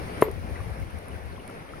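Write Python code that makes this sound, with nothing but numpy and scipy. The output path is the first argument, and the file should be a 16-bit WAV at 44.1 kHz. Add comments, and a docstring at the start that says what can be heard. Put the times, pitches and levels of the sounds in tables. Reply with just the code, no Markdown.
"""A river rushes and bubbles while a breeze buffets the two microphone ports. At 0.2 s a hammer swings
through shallow water onto a boulder: two wet ticks, then one dull heavy knock from the stone's modes.
With it come a crunch of grit, a splash, a thin ring of the steel head and a short hollow hum.
A small rebound follows, and thrown drops patter back."""
import sys
import numpy as np
from scipy import signal
from scipy.fft import rfft, irfft, next_fast_len
from scipy.io import wavfile
from scipy.ndimage import uniform_filter1d, map_coordinates

SR = 44100
rng = np.random.default_rng(int(sys.argv[2]) if len(sys.argv) > 2 else 0)


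def output_pcm(signal):
    """Save a mono or channel-first signal as 16-bit PCM at the path in sys.argv[1].

    Samples are clipped to [-1, 1] before scaling.
    """
    pcm = np.clip(np.atleast_2d(signal).T, -1, 1) * 32767
    wavfile.write(sys.argv[1], SR, np.round(pcm).astype(np.int16))


N = 79380
TOP_HZ = 15900

# Each row: start in seconds, relative level in dB, softness in seconds.
CONTACTS = [(.2217, -13, 0.00053), (0.2222, -10.5, 0.00067), (0.2233, 1.76, 0.00043),
            (0.2847, -15.5, 0.00069)]
# Each row: frequency in Hz, relative level in dB, t60 in seconds.
STONE_MODES = [(146, -18.5, 0.025), (408, -7, 0.034), (431, -6, 0.034), (597, -3, 0.011), (998, 0.5, 0.014),
               (1270, -22.5, 0.0058), (1714, -11.5, 0.02), (2060, -6, 0.027), (2700, -15.5, 0.045),
               (3820, -29, 0.014)]
BLOW_S = CONTACTS[2][0]

def boulder(low_cut_hz=117):
    """Each contact of the head rings the stone's short modes; a softer contact is duller."""
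    knock = np.zeros(N)
    for start_s, db, soft_s in CONTACTS:
        t = since(start_s)
        ring = (t > 0) * sum(amp(mode_db) * decay(t, t60_s) * np.cos(2 * np.pi * hz * t)
                             for hz, mode_db, t60_s in STONE_MODES)
        knock -= amp(db) * filtered(ring, lambda hz: 1 / (1 + 1j * np.pi * hz * soft_s) ** 2)
    knock = filtered(knock, lambda hz: 1j * hz / (low_cut_hz + 1j * hz))
    return amp(-0.5) * knock * pan(0.5)


# Each row: frequency in Hz, relative density in dB.
GRIT_SPECTRUM = [(500, -18), (1300, -4.5), (2150, 10), (2700, -16), (3100, -21), (3800, -4.5), (5500, -41)]

def grit():
    """Grains of stone crunch briefly under the head."""
    envelope = amp(-20) * fade(since(CONTACTS[1][0]), attack_s=0.00028, t60_s=0.027)
    return envelope * noise(GRIT_SPECTRUM, [(2000, 0.62)], patchy_db=-4.5)


# Each row: frequency in Hz, relative density in dB.
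SPLASH_SPECTRUM = [(100, -20), (250, -29), (430, 12), (750, -1.5), (1060, -0.5), (1450, -11.5), (2300, -11),
                   (4000, -23.5), (8000, -47)]

def splash():
    """Water thrown up by the blow makes a dull, fading wash."""
    envelope = amp(-28.5) * fade(since(BLOW_S), attack_s=0.00099, t60_s=0.25)
    return envelope * noise(SPLASH_SPECTRUM, [(400, 0.41), (2000, 0.31)], patchy_db=-1)


# Each row: frequency in Hz, level in dB, t60 in seconds.
STEEL_MODES = [(7100, -38, 0.059), (7850, -43.5, 0.11), (8670, -30.5, 0.026), (11500, -30.5, 0.11),
               (11950, -28.5, 0.11), (14800, -32, 0.077)]

def steel_head(attack_s=0.003, waver_rad=1.1):
    """The head's modes ring thinly, with a phase that wavers differently left and right."""
    t = since(BLOW_S)
    ring = np.zeros((2, N))
    for channel in ring:
        for hz, db, t60_s in STEEL_MODES:
            phase = 2 * np.pi * hz * t + waver_rad * wobble(600)
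            channel += amp(db) * fade(t, attack_s, t60_s) * np.sin(phase)
    return ring * pan(1)


def hum(hz=425, waver_rad=0.5, sag_db_per_s=72, hold_s=0.081):
    """A hollow, wavering hum hangs on after the blow, then dies."""
    t = since(BLOW_S)
    level_db = -31.5 - sag_db_per_s * t + 2.7 * wobble(113.6)
    release = decay(np.maximum(t - hold_s, 0), t60_s=0.09)
    tone = np.sin(2 * np.pi * hz * t + waver_rad * wobble(131.3))
    return (t > 0) * amp(level_db) * release * tone * pan(1.5)


# Each row: start in seconds, level in dB, t60 in seconds.
TICKS = [(0.2114, -32, .02), (0.216, -28.5, 0.023), (0.3134, -33, 0.01), (0.987, -41, 0.016),
         (1.083, -39, 0.015), (1.477, -37, 0.015)]
# Each row: frequency in Hz, relative density in dB.
TICK_SPECTRUM = [(300, -2), (2000, 2.5), (4000, -7), (7000, -10.5), (11000, 9), (13000, -4.5),
                 (16000, -12.5)]

def water_ticks(spray_per_s=110, spray_db=-45, range_db=13):
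    """Water on the head and falling drops tick brightly over a fine, constant crackle of spray."""
    when, weakness = rng.uniform(size=(int(spray_per_s * N / SR), 2)).T
    drops = np.bincount((when * N).astype(int), amp(spray_db - range_db * np.sqrt(weakness)), N)
    drop_envelope = fade(np.arange(SR // 20) / SR, attack_s=0.000067, t60_s=0.005)
    spray = signal.fftconvolve(drops, drop_envelope)[:N]
    near = sum(amp(db) * fade(since(start_s), 0.00069, t60_s) for start_s, db, t60_s in TICKS)
    return (near + spray) * noise(TICK_SPECTRUM, [(1000, 0.5)], patchy_db=0)


# Each row: start in seconds, level in dB, starting pitch in Hz, t60 in seconds.
NEAR_BUBBLES = [(.559, -32.5, 1960, 0.023), (.603, -35.5, 1126, .04), (.826, -36.5, 2160, .02),
                (.964, -38.5, 2070, 0.012), (1.088, -42, 1020, 0.039), (1.115, -41, 2880, .022),
                (1.158, -42, 1530, 0.034), (1.325, -47, 4270, 0.02), (1.363, -46, 3190, 0.022),
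                (1.379, -37, 1050, 0.026), (1.399, -41, 2830, 0.019), (1.494, -41, 1350, 0.047),
                (1.51, -50, 3040, 0.022), (1.691, -45.5, 3150, .02), (1.7355, -34, 1300, 0.028)]

def bubbles(rows, rise_per_s=1.8):
    """Each bubble rings as a damped sine that rises in pitch."""
    out = np.zeros(N + SR)
    t = np.arange(SR // 16) / SR
    for start_s, db, hz, t60_s in rows:
        phase = 2 * np.pi * hz * t * (1 + rise_per_s * t / 2)
        attack_s = min(0.00045, t60_s / 10)
        out[int(start_s * SR):][:len(t)] += amp(db) * fade(t, attack_s, t60_s) * np.sin(phase)
    return out[:N]


def gurgle(per_s=130, median_hz=1156, max_db=-41.5, range_db=15, ring_cycles=20):
    """Many bubbles ring at random times and pitches, most far weaker than the loudest."""
    when, rank, weakness = rng.uniform(0.01, 0.99, (int(per_s * N / SR), 3)).T
    hz = np.minimum(median_hz * (rank / (1 - rank)) ** 0.324, TOP_HZ)
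    db = max_db - range_db * np.sqrt(weakness)
    return bubbles(zip(when * N / SR, db, hz, ring_cycles / hz))


# Each row: frequency in Hz, relative density in dB.
RIVER_SPECTRUM = [(30, -2), (90, 3), (170, 3.5), (310, -1.5), (480, 0.5), (750, -4), (1000, -8),
                  (1600, -10), (2250, -10), (3100, -19.5), (5300, -26), (7500, -32), (10500, -23.5),
                  (16000, -39)]
# Each row: frequency in Hz, left-right correlation.
RIVER_CORRELATION = [(80, 0.3), (250, 1), (600, 0.56), (1500, 0.35), (3000, 0.4), (8000, 0.035)]
# Each row: time in seconds, level in dB.
RIVER_LEVEL = [(0, -37), (.2, -37), (.4, -41.5), (.6, -39.5), (.85, -42), (1.05, -42), (1.3, -43.5),
               (1.5, -42.5), (1.8, -43.5)]

def river(waver_db=0.8, left_lead_s=0.00041):
    """Flowing water makes a patchy rush that reaches the left port first."""
    envelope = amp(curve(RIVER_LEVEL) + waver_db * wobble(13.9))
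    rush = envelope * noise(RIVER_SPECTRUM, RIVER_CORRELATION, patchy_db=1.5)
    return filtered(rush, lambda hz: np.exp(1j * np.pi * hz * left_lead_s * np.array([[1], [-1]])))


# Each row: time in seconds, level before panning in dB.
GUSTS = [(0, -37), (.05, -39.5), (.11, -48), (.36, -36), (.44, -36), (.48, -38.5), (.53, -32),
         (.575, -44.5), (.61, -31), (.66, -38), (.72, -33), (.76, -44), (.82, -31), (.9, -45.5),
         (.96, -34.5), (1.04, -49), (1.1, -46), (1.142, -33), (1.195, -47), (1.26, -37.5), (1.38, -45.5),
         (1.48, -61), (1.68, -52), (1.735, -46), (1.8, -54)]
# Each row: frequency in Hz, relative density in dB.
BUFFET_SPECTRUM = [(20, -52), (35, -8), (52, -1), (82, 3.5), (115, -6.5), (190, -14.5), (400, -36),
                   (1000, -51.5)]

def breeze():
    """Short gusts buffet the ports with a rumble, different at each and stronger on the left."""
    rumble = noise(BUFFET_SPECTRUM, [(60, 0.12)], patchy_db=1.5)
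    running_rms = np.sqrt(np.abs(uniform_filter1d(rumble ** 2, size=2600)) + 1e-6)
    return amp(curve(GUSTS)) * rumble / running_rms * pan(4.5)


def noise(spectrum, correlation, patchy_db):
    """Stereo noise of rms 1 with patches of random gain; correlation is (Hz, left-right) points."""
    cells = signal.stft(rng.standard_normal((2, N)), nperseg=512)[2]
    patches = uniform_filter1d(rng.standard_normal(cells.shape[1:]), size=5, axis=0)
    patches = uniform_filter1d(patches, size=7, axis=1)
    pair = signal.istft(cells * amp(patchy_db * unit(patches)), nperseg=512)[1][:, :N]

    def mid_side_gains(hz):
        angle = np.arccos(np.clip(along(correlation, hz), -1, 1)) / 2
        return amp(along(spectrum, hz)) * [np.cos(angle), np.sin(angle)]

    mid, side = filtered(pair, mid_side_gains)
    return unit(np.array([mid + side, mid - side]))


def amp(db):
    """Decibels to gain."""
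    return 10 ** (np.asarray(db) / 20)


def pan(db):
    """Gains that lift the left and lower the right by db each."""
    return amp([[db], [-db]])


def unit(x):
    """Scale to rms 1."""
    return x / np.sqrt(np.mean(x ** 2) + 1e-20)


def since(start_s):
    """Seconds since the start, zero before it."""
    return np.maximum(np.arange(N) / SR - start_s, 0)


def decay(t, t60_s):
    """Exponential fall of 60 dB in t60_s."""
    return np.exp(-np.log(1000) * t / t60_s)


def fade(t, attack_s, t60_s):
    """Quick rise, exponential decay."""
    return (1 - np.exp(-t / attack_s)) * decay(t, t60_s)


def curve(points):
    """(Seconds, value) points read at every sample."""
    return np.interp(since(0), *np.transpose(points))


def along(points, hz):
    """(Hz, value) points read on a log axis."""
    knots_hz, values = np.transpose(points)
    return np.interp(np.log(hz + 1), np.log(knots_hz + 1), values)


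def wobble(knots_per_s):
    """Smooth random curve."""
    knots = rng.standard_normal(int(N * knots_per_s / SR) + 4)
    return map_coordinates(knots, [since(0) * knots_per_s])


def filtered(x, response):
    """Apply a complex response, a function of Hz."""
    size = next_fast_len(N + SR // 2)
    return irfft(rfft(x, size) * response(np.fft.rfftfreq(size, 1 / SR)), size)[..., :N]


def scene():
    """The blow and all that it sets off, over river and breeze."""
    blow = boulder() + grit() + hum() + splash() + steel_head()
    return blow + water_ticks() + river() + gurgle() + bubbles(NEAR_BUBBLES) + breeze()


# Each row: frequency in Hz, left gain in dB, right gain in dB.
PORT_RESPONSE = [(185, 0, 0), (1070, 3.82, -0.6), (3170, 0.5, -0.5), (5940, 1, 1), (7780, -14, -3.5),
                 (8230, -28, 2), (9360, -18.5, 5.5), (11460, -7.5, -0.5), (13200, -2, -7),
                 (15200, -2.5, -11)]

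def record(dry):
    """Each microphone port colours the treble in its own way; nothing passes above TOP_HZ."""
    ports = np.array(PORT_RESPONSE)
    left, right = ports[:, [0, 1]], ports[:, [0, 2]]
    return filtered(dry, lambda hz: amp([along(left, hz), along(right, hz)]) * (hz < TOP_HZ))


dry = scene()
out = record(dry)
output_pcm(out)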